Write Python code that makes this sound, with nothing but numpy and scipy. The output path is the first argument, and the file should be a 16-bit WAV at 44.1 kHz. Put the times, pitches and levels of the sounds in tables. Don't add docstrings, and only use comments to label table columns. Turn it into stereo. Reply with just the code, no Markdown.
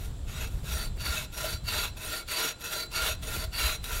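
import sys
import numpy as np
from scipy import signal
from scipy.fft import rfft, irfft, next_fast_len
from scipy.io import wavfile
from scipy.ndimage import uniform_filter1d, map_coordinates

SR = 44100
rng = np.random.default_rng(int(sys.argv[2]) if len(sys.argv) > 2 else 0)


def store_pcm(level_fs):
    pcm = np.round(np.clip(level_fs, -1, 1) * 32767).astype(np.int16)
    wavfile.write(sys.argv[1], SR, np.atleast_2d(pcm).T)


N = 176400
TIME_S = np.arange(N) / SR


def saw():
    treble_hz, woody_hz = 5630, 1110
    speed, position, direction, force, treble_gain, sing_gain = strokes()
    rasping = rasp(force * tearing(speed), direction)
    ringing = saw_modes(force * tearing(speed), position, direction)
    singing = blade_tone(force * sing_gain, position)
    sound = amp(-0.5) * patchy(rasping, depth_db=2.5) + amp(1.5) * ringing
    highs = filtered(sound, lambda hz: hz ** 4 / (hz ** 4 + treble_hz ** 4))
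    lows = filtered(sound, lambda hz: woody_hz ** 4 / (hz ** 4 + woody_hz ** 4))
    woody_gain = amp(speed ** 2 - 2)
    return sound + (treble_gain - 1) * highs + (woody_gain - 1) * lows + singing


# start_s, end_s, level_db, swell_db, direction (1 biting, -1 return), treble_db, sing_db
SAW_STROKES = [(-.15, 0.11, -51.5, 12, -1, 0, -15), (0.266, 0.493, -40, 10, 1, -2.5, -6),
               (0.474, 0.618, -55, 0, -1, -0.5, -7), (0.627, 0.899, -38.3, -2, -1, -1, -0.5),
               (0.974, 1.274, -33, 2.5, 1, -0.3, -5), (1.315, 1.59, -36, -1.5, -1, -1.5, 0.5),
               (1.641, 1.909, -30.5, 1, 1, -0.5, 1), (1.959, 2.238, -37.5, 6.5, -1, -1.5, -3),
               (2.265, 2.537, -29.5, 6, 1, 0, -0.5), (2.587, 2.872, -35, 0.5, -1, -1, 4.5),
               (2.904, 3.162, -30, 1.5, 1, 0, -1.5), (3.204, 3.483, -38, 0.5, -1, -1.5, -4),
               (3.514, 3.782, -30, 1, 1, 0.5, 3), (3.817, 4.09, -36.5, -2, -1, 0, -3)]
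# time_s, half_length_s, bite_change_db
TOOTH_CATCHES = [(0.275, 0.024, 10), (0.433, 0.023, 4), (1.036, 0.018, -4.5), (1.061, .025, 3),
                 (1.32, 0.014, 5), (1.365, 0.01, -6.5), (1.454, .02, 2), (1.669, 0.02, -3.5),
                 (1.687, 0.005, 4.5), (1.713, 0.0068, -2.5), (1.971, 0.011, 11.5), (2.296, 0.019, 3.5),
                 (2.633, 0.0067, -6.5), (2.691, 0.018, -5), (3.231, 0.0091, 6.5), (3.292, .02, 1.5),
                 (3.364, 0.026, 3), (3.445, 0.011, 6), (3.664, 0.013, 3), (3.844, 0.0047, 8)]
# time_s, length_fraction
BLADE_REACH = [(0, .25), (.45, 0.22), (.75, 0.86)]
def strokes():
    full_bite_speed, speed_exponent, ease_s = 0.71, 1.28, 0.031
    speed, position, direction, force, sing_gain = np.zeros((5, N))
    treble_gain = np.ones(N)
    for start_s, end_s, level_db, swell_db, sign, treble_db, sing_db in SAW_STROKES:
        on = (TIME_S > start_s) & (TIME_S < end_s)
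        progress = (TIME_S[on] - start_s) / (end_s - start_s)
        speed[on] = np.sin(np.pi * progress)
        position[on] = sign * np.cos(np.pi * progress)
        direction[on], treble_gain[on], sing_gain[on] = sign, amp(treble_db), amp(sing_db)
        bite = np.tanh((speed[on] / full_bite_speed) ** speed_exponent)
        force[on] += amp(level_db + swell_db * (progress - .5)) * bite
    position = (position + 1) * np.interp(TIME_S, *np.transpose(BLADE_REACH)) - 1
    catch_db = sum(db * swell(time_s, half_s) for time_s, half_s, db in TOOTH_CATCHES)
    force = np.abs(uniform_filter1d(force, size=int(ease_s * SR)))
    return speed, position, direction, force * amp(catch_db), treble_gain, sing_gain


def tearing(speed):
    top_tooth_hz, tooth_db, judder_hz, judder_db = 519, 3.5, 69.54, 1.75
    snap_spread_db, rub_db = 2.5, -1.5
    snap_chance = 6000 * (speed + .1) / SR
    snaps = (rng.random(N) < snap_chance) * rng.choice([-1, 1], N)
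    snaps = snaps * amp(snap_spread_db * rng.standard_normal(N))
    grit = unit(snaps / np.sqrt(snap_chance)) + amp(rub_db) * rng.standard_normal(N)
    tooth_hz = top_tooth_hz * speed * (1 + .12 * wobble(60))
    teeth = np.cos(2 * np.pi * np.cumsum(tooth_hz) / SR)
    return unit(grit * amp(tooth_db * teeth + judder_db * wobble(judder_hz)))


# frequency_hz, gain_db
BITE_SPECTRUM = [(100, -4), (280, -1.5), (600, -1), (1200, 2), (2600, 3), (3900, 3), (5200, -3), (7000, -6),
                 (8500, -4.5), (11000, -3.5), (13000, -5.5), (16000, -9)]
RETURN_SPECTRUM = [(100, -22), (280, 2), (600, 3), (1200, -1), (2600, 2.5), (3900, 4), (5200, -0.5),
                   (7000, -3.5), (8500, -1.5), (11000, 0), (13000, -3), (16000, -4.5)]
def rasp(cut, direction):
    biting = filtered(cut * (direction > 0), colour(BITE_SPECTRUM))
    returning = filtered(cut * (direction <= 0), colour(RETURN_SPECTRUM))
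    return biting + returning


# pitch_hz, bandwidth_hz, level_db, position_slope_db, direction_slope_db
SAW_MODES = [(354.2, 16.1, 5.5, 4.5, -4), (456, 39.3, 7.5, 0.5, -1), (631.5, 29, 11, -1, -1),
             (1011, 78, 2.5, 0, -1.5), (1404.7, 36.5, 16, 1.5, -1.5), (1533, 206, 1.5, -1, -1),
             (1833, 110, 1.5, 1, -2.5), (2017, 80, -1.5, 2.5, -3), (2240, 32, 9.5, 3.5, 1),
             (2612, 72, 7, -2.5, -0.5), (2763, 79, 3.5, 8, 6), (3442, 67, 4, 3, -3),
             (3716, 155, 6, -2.5, 0), (4518, 68, 10, 13, -1), (4560, 40, -2, 15, 4.5),
             (5733, 43, 9.5, -0.5, -0.5), (6740, 430, 1.5, -2, -0.5), (7420, 65, 3, 4, -3.5),
             (9420, 50, -1.5, 5, -0.5), (9540, 61, 8, 1.5, -3), (11510, 230, 3, -1, -2),
             (13660, 300, -4.5, 0, -5)]
def saw_modes(drive, position, direction):
    frame_hz, deepen_db_per_s, wander_db = 1600, 0.55, 2.5
    deepen_db = deepen_db_per_s * (TIME_S - N / SR / 2)
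    ring = np.zeros(N)
    for pitch_hz, bandwidth_hz, level_db, position_slope_db, direction_slope_db in SAW_MODES:
        gain_db = level_db + position_slope_db * position + direction_slope_db * direction
        gain_db += deepen_db * (pitch_hz < frame_hz) + wander_db * wobble(22.1)
        ring += resonance(drive * amp(gain_db), pitch_hz, bandwidth_hz)
    return ring


def blade_tone(force, position):
    pitch_hz, t60_s, blur_rad, waver_db = 4041, 0.27, 0.91, 0.6
    push = force * amp(-11 + 3.5 * position)
    retained = amp(-120 / (t60_s * SR))
    energy = signal.lfilter([1 - retained], [1, -retained], push ** 2)
    tone = np.sin(2 * np.pi * pitch_hz * TIME_S + blur_rad * wobble(45))
    return np.sqrt(np.abs(energy)) * unit(tone * amp(waver_db * wobble(24.28)))


# time_s, half_length_s, drive_db
BLADE_CHATTER = [(1.444, 0.026, -16.5), (1.753, 0.0076, -22), (2.768, 0.013, -19.5)]
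def log_knocks():
    pitch_hz = 621
    bursts = sum(amp(db) * swell(time_s, half_s) for time_s, half_s, db in BLADE_CHATTER)
    chatter = unit(filtered(rng.standard_normal(N), lambda hz: hz < 4 * pitch_hz))
    return resonance(bursts * chatter, pitch_hz, bandwidth_hz=22.6)


# time_s, level_db
SCRAPE_ENVELOPE = [(0, -56), (.24, -65), (.3, -66), (.48, -58.5), (.62, -53), (.9, -58), (.94, -79),
                   (.97, -45.5), (1.05, -88)]
# frequency_hz, gain_db
SCRAPE_SPECTRUM = [(300, 11), (1500, 2), (5000, -14), (9000, -6), (12000, -11), (16000, -10)]
def scrape():
    friction = tearing(speed=np.full(N, .25))
    return level(SCRAPE_ENVELOPE) * unit(filtered(friction, colour(SCRAPE_SPECTRUM)))


def trees(sound):
    t60_s, cutoff_hz = 0.44, 4700
    delay_s = np.arange(SR // 2) / SR
    tail = rng.standard_normal(len(delay_s)) * amp(-60 * delay_s / t60_s)
    scatter = signal.fftconvolve(sound, tail / np.linalg.norm(tail))[:N]
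    return amp(-14) * filtered(scatter, lambda hz: 1 / (1 + (hz / cutoff_hz) ** 2))


# time_s, level_db
BREEZE_ENVELOPE = [(0, -37.5), (.15, -34), (.8, -34.5), (1.1, -39.5), (1.3, -39), (1.7, -37), (2.0, -43),
                   (2.25, -47.5), (2.5, -55), (2.8, -49.5), (3.0, -40.5), (3.35, -34.5), (3.55, -40),
                   (4, -35.5)]
# frequency_hz, gain_db
RUMBLE_SPECTRUM = [(10, -17), (22, -0.5), (34, 2.5), (50, -0.5), (70, 0.5), (100, -5), (150, -11.5),
                   (220, -21), (350, -34), (700, -36), (2000, -55.5)]
# time_s, half_length_s, peak_db, pitch_hz
WIND_PUFFS = [(1.102, 0.027, -27, 65.6), (3.033, 0.017, -27.5, 56.3), (3.654, 0.019, -21.5, 56)]
def wind():
    puffs = np.zeros(N)
    for time_s, half_s, peak_db, pitch_hz in WIND_PUFFS:
        cycles = pitch_hz * (TIME_S - time_s) + rng.random()
        puffs += amp(peak_db) * swell(time_s, half_s) * np.sin(2 * np.pi * cycles)
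    gusts = rng.standard_normal(N) * amp(1.5 * wobble(17))
    return puffs + level(BREEZE_ENVELOPE) * unit(filtered(gusts, colour(RUMBLE_SPECTRUM)))


# frequency_hz, gain_db
HISS_SPECTRUM = [(100, 19.5), (450, 10.5), (900, 5), (2000, -3), (2900, 0), (3600, 3.5), (4400, -1.5),
                 (6200, -8), (7000, -2.5), (7450, 5), (8400, -5.5), (10000, -8), (16000, -26)]
def outdoor_hiss():
    return amp(-51.5) * unit(filtered(rng.standard_normal(N), colour(HISS_SPECTRUM)))


def amp(db):
    return 10 ** (np.asarray(db) / 20)


def unit(x):
    return x / np.sqrt(np.mean(x ** 2) + 1e-20)


def colour(points):
    frequency_hz, gain_db = np.transpose(points)
    return lambda hz: amp(np.interp(np.log(hz + 1), np.log(frequency_hz + 1), gain_db))


def level(points):
    return amp(np.interp(TIME_S, *np.transpose(points)))


def swell(time_s, half_length_s):
    return np.exp(-((TIME_S - time_s) / half_length_s) ** 2)


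def wobble(rate_hz):
    return map_coordinates(rng.standard_normal(N // 16), [TIME_S * rate_hz], mode="wrap")


def patchy(x, depth_db):
    spectrogram = signal.stft(x, nperseg=1024)[2]
    field = uniform_filter1d(rng.standard_normal(spectrogram.shape), size=5, axis=0)
    field = uniform_filter1d(field, size=6, axis=1)
    return signal.istft(spectrogram * amp(depth_db * unit(field)))[1][:N]


def filtered(x, response):
    size = next_fast_len(N + SR // 2)
    return irfft(rfft(x, size) * response(np.fft.rfftfreq(size, 1 / SR)), size)[..., :N]


def resonance(x, pitch_hz, bandwidth_hz):
    def response(hz):
        damping = 1j * hz * bandwidth_hz
        skirt = 1 + ((hz - pitch_hz) / (pitch_hz / 4)) ** 2
        return damping / (pitch_hz ** 2 - hz ** 2 + damping) / skirt
    return filtered(x, response)


def scene():
    sawing = saw() + log_knocks() + scrape()
    return np.tile(sawing + trees(sawing) + wind() + outdoor_hiss(), (2, 1))


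def record(dry):
    return filtered(dry, lambda hz: hz < 15800)


dry = scene()
out = record(dry)
store_pcm(out)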